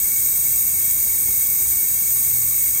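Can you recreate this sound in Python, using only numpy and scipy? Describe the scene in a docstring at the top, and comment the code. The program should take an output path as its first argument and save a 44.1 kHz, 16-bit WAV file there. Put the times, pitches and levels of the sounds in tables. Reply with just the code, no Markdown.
"""In a workshop, compressed air escapes steadily from the joints of a pressurised intake pipe near the microphone.
The fluttering jet is shaped noise with clicks for droplets of test fluid; band-passed noise gives the
resonances of the pipe and of the narrow gaps at its clamp. Nearby metal scatters it as dense decaying echoes.
Damped sines and a dull scuff make a few soft handling bumps; low noise and a sine make the rumble and mains hum."""
import sys
import numpy as np
from scipy import signal
from scipy.fft import rfft, irfft
from scipy.io import wavfile

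SR = 44100
rng = np.random.default_rng(int(sys.argv[2]) if len(sys.argv) > 2 else 0)


def output_pcm(signal):
    """Save a mono or channel-first signal as 16-bit PCM at the path in sys.argv[1].

    Samples are clipped to [-1, 1] before scaling.
    """
    pcm = np.clip(np.atleast_2d(signal).T, -1, 1) * 32767
    wavfile.write(sys.argv[1], SR, np.round(pcm).astype(np.int16))


N = 123479

# broad spectrum of the jet, before its overall gain: f/Hz, relative level/dB
JET_SPECTRUM = [(900, -27), (1400, -23), (1750, -17.5), (2050, -25), (3000, -31.5), (3600, -29.5),
                (4000, -22), (4220, -29), (4500, -21), (4900, -18.5), (5900, -14), (6600, -6), (7600, -4),
                (8500, -15), (9300, -10), (10300, -3.5), (12000, 2), (14100, -4.5), (15000, -5.5),
                (15700, -7)]
# resonances of the pipe: f/Hz, width of one filter stage/Hz, mean peak level over the jet noise/dB
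PIPE_RESONANCES = [(830, 85, 5.5), (1152, 92, 7.5), (2163, 32.6, 19.5), (2255, 83, 20.5), (2643, 127, 10.5),
                   (3273, 36, 16), (3791, 93, 14), (4330, 35, 11.5)]
# resonances of the gaps round the joint: f/Hz, width of one filter stage/Hz, mean peak level over the jet noise/dB
GAP_RESONANCES = [(6213, 67, 4.5), (6623, 290, 5), (6970, 73, 4), (7948, 110, 13.5), (8454, 490, 17.5),
                  (8914, 284, 15.5), (9527, 74, 13.5), (12620, 220, 7), (13380, 220, 9.5), (13900, 35, 17),
                  (13740, 280, 7.5), (14130, 250, 8.5), (14150, 150, 12.5), (15400, 170, 7.5)]
# big droplets: t/s, level against the jet noise/dB
BIG_DROPLETS = [(0.912, 24), (1.710, 17.5), (1.822, 22)]
# phase by which the right microphone port leads the left: f/Hz, phase/rad
PORT_LEAD = [(6100, 0), (7000, 1.0), (7450, 3.1), (7900, 5.1), (8200, 6.2), (9000, 5.8), (9600, 4.8),
             (10000, 4.0), (10600, 3.14), (11750, 3.14), (12100, 2.3), (13000, 1.4), (13700, .6),
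             (14100, 0)]
# diffuse hiss, of opposite sign at the two ports: f/Hz, level against the direct hiss/dB
DIFFUSE_HISS = [(900, -1.5), (1150, -7), (1400, 7), (1900, -3), (2150, -41.5), (5800, -57), (7000, -8),
                (7450, -56), (7900, -8.5), (8500, -12), (9700, -21), (10300, -4), (10700, -90),
                (11700, -77), (12000, -12.5), (13300, -10), (14300, -17)]
# spectrum of the workshop rumble, before its overall gain: f/Hz, relative level/dB
RUMBLE_SPECTRUM = [(20, -84), (40, -75.5), (63, -61), (85, -63.5), (105, -69.5), (160, -71), (350, -77),
                   (500, -82), (850, -88), (1200, -106.5), (3000, -125)]
# left-right difference of the rumble: f/Hz, side level against mid/dB
RUMBLE_SIDE = [(25, -32), (60, -23), (120, -13), (280, -13), (450, -16), (900, -6)]
# modes of a bump, before onset and bump level: f/Hz, relative level/dB, T60/s
KNOCK_MODES = [(92, -3.5, 0.09), (164, -5, 0.066), (290, 0.5, 0.051), (334, -3, 0.043), (610, -22, .04),
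               (825, -5, 0.041)]
# handling bumps: t/s, level/dB
HANDLING_BUMPS = [(1.192, -39), (1.248, -34.5), (1.281, -24.5), (1.824, -33)]

# _DB spreads are standard deviations; walk rates are in Hz
JET_DB = -15
FLUTTER_DB, FLUTTER_HZ = 0.29, 25
SWAY_DB, SWAY_HZ = 0.45, 3.2
DROPLETS_PER_S, DROPLET_MIN_DB, DROPLET_SIZE_DB = 180, 8, 3  # levels against the jet noise
SCATTER_DB, SCATTER_T60_S, SCATTER_DRIFT_HZ = -14, 0.13, 0.8  # level against the direct sound
SCUFF_HZ, SCUFF_WIDTH_HZ, SCUFF_DB, SCUFF_T60_S = 230, 310, -9, 0.099
BUMP_ATTACK_S = 0.009
RUMBLE_DB, RUMBLE_SWELL_DB, RUMBLE_SWELL_HZ = -0.4, 0.5, 24.0
HUM_HZ, HUM_DB, HUM_WAVER_DB, HUM_WAVER_HZ = 119.2, -53, 4, 1.6
HUM_PHASE_RAD, HUM_PHASE_HZ = 0.57, 2.4
TOP_HZ = 15760

TIME = np.arange(N) / SR
SIDES = np.array([[1], [-1]])  # left, right


def droplets():
    """Impulsive excitation: droplets torn off by the jet are random lone clicks, plus a few big ones."""
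    chance, size = rng.random(N), rng.standard_normal(N)
    level_db = DROPLET_MIN_DB + DROPLET_SIZE_DB * np.minimum(abs(size), 3)
    clicks = (chance < DROPLETS_PER_S / SR) * np.sign(size) * undb(level_db)
    for start, db in BIG_DROPLETS:
        clicks[int(start * SR)] += undb(db)
    return clicks


def jet():
    """Turbulent noise and resonance: broadband flow noise, droplets and ringing cavities share one flutter."""
    air = rng.standard_normal(N) + droplets()
    for hz, width, db in list(PIPE_RESONANCES) + list(GAP_RESONANCES):
        ringing = irfft(noise() * resonance(hz, width), N)
        air = air + ringing * undb(db + SWAY_DB * walk(SWAY_HZ))
    fluttering = air * undb(FLUTTER_DB * walk(FLUTTER_HZ))
    return rfft(fluttering) * undb(JET_DB + curve(JET_SPECTRUM))


def reflections():
    """Multiple scattering: a dense, exponentially decaying cluster of echoes with unit energy."""
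    tail = rng.standard_normal(N) * undb(-60 * TIME / SCATTER_T60_S)
    return rfft(tail / np.sqrt(np.sum(tail ** 2)))


def leak():
    """Interference and diffusion: the ports differ in phase, and close echoes shift as the hand drifts."""
    apart, echo = undb(curve(DIFFUSE_HISS)), undb(SCATTER_DB)
    mixed = (jet() + SIDES * apart * jet()) / np.hypot(1, apart)  # power kept
    ports = mixed * np.exp(-.5j * SIDES * curve(PORT_LEAD))
    # cosine and sine weights turn one echo pattern into another
    turn = walk(SCATTER_DRIFT_HZ)
    first = irfft(ports * reflections(), N)
    second = irfft(ports * reflections(), N)
    echoes = np.cos(turn) * first + np.sin(turn) * second
    return (irfft(ports, N) + echo * echoes) / np.hypot(1, echo)


def bump(start, level_db):
    """Damped free vibration: a soft knock rings a few low modes, with a dull scuff of the grip."""
    age = np.maximum(TIME - start, 0)
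    ring = 0
    for hz, db, t60 in KNOCK_MODES:
        ring = ring + undb(db) * decay(age, t60) * np.sin(2 * np.pi * hz * age)
    rub = irfft(noise() * resonance(SCUFF_HZ, SCUFF_WIDTH_HZ), N)
    scuff = rub / rub.std() * undb(SCUFF_DB) * decay(age, SCUFF_T60_S)
    onset = 1 - np.exp(-age / BUMP_ATTACK_S)  # zero before the start
    return undb(level_db) * onset * (ring + scuff)


def rumble():
    """Partial coherence: low room noise is a common part plus a part of opposite sign at the ports."""
    both = noise() + SIDES * undb(curve(RUMBLE_SIDE)) * noise()
    shaped = both * undb(curve(RUMBLE_SPECTRUM)) * np.sqrt(SR / 2)  # unit power per Hz before shaping
    return irfft(shaped, N) * undb(RUMBLE_DB + RUMBLE_SWELL_DB * walk(RUMBLE_SWELL_HZ))


def hum():
    """Modulated tone: the mains hum is one sine whose phase and level waver."""
    phase = 2 * np.pi * HUM_HZ * TIME + HUM_PHASE_RAD * walk(HUM_PHASE_HZ)
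    tone = np.sqrt(2) * np.sin(phase)  # unit RMS
    return tone * undb(HUM_DB + HUM_WAVER_DB * walk(HUM_WAVER_HZ))


def undb(db):
    """Logarithmic level: converts decibels to an amplitude ratio."""
    return 10 ** (np.asarray(db) / 20)


def bins():
    """Discrete Fourier analysis: frequency of each spectral bin in Hz."""
    return np.arange(N // 2 + 1) * SR / N


def curve(points):
    """Logarithmic interpolation: joins (f/Hz, value) points by lines over log frequency."""
    hz, value = np.array(points, float).T
    return np.interp(np.log(bins() + 1), np.log(hz), value)


def noise():
    """White noise: the spectrum of independent samples of unit power."""
    return rfft(rng.standard_normal(N))


def walk(rate):
    """Low-pass filtered chance: zero mean, unit spread, spectral gain 1/e at rate Hz."""
    slow = irfft(noise() * np.exp(-(bins() / rate) ** 2), N)
    return (slow - slow.mean()) / slow.std()


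def resonance(hz, width):
    """Driven oscillator: two equal band-pass stages in cascade, gain 1 at the centre."""
    f = bins()
    stage = 1j * f * width / (hz ** 2 - f ** 2 + 1j * f * width)
    return stage ** 2


def decay(age, t60):
    """Exponential damping: amplitude falls by 60 dB in t60 seconds."""
    return np.exp(-np.log(1000) * age / t60)


def scene():
    """Superposition: the leak and the bumps add to the workshop background."""
    bumps = sum(bump(start, db) for start, db in HANDLING_BUMPS)
    return leak() + bumps + rumble() + hum()


def record(dry):
    """Band limitation: the recorder cuts the top with a steep elliptic low-pass."""
    low_pass = signal.ellip(16, .1, 80, TOP_HZ, fs=SR, output="sos")  # order, ripple/dB, stop-band loss/dB
    return signal.sosfilt(low_pass, dry)


dry = scene()
out = record(dry)
output_pcm(out)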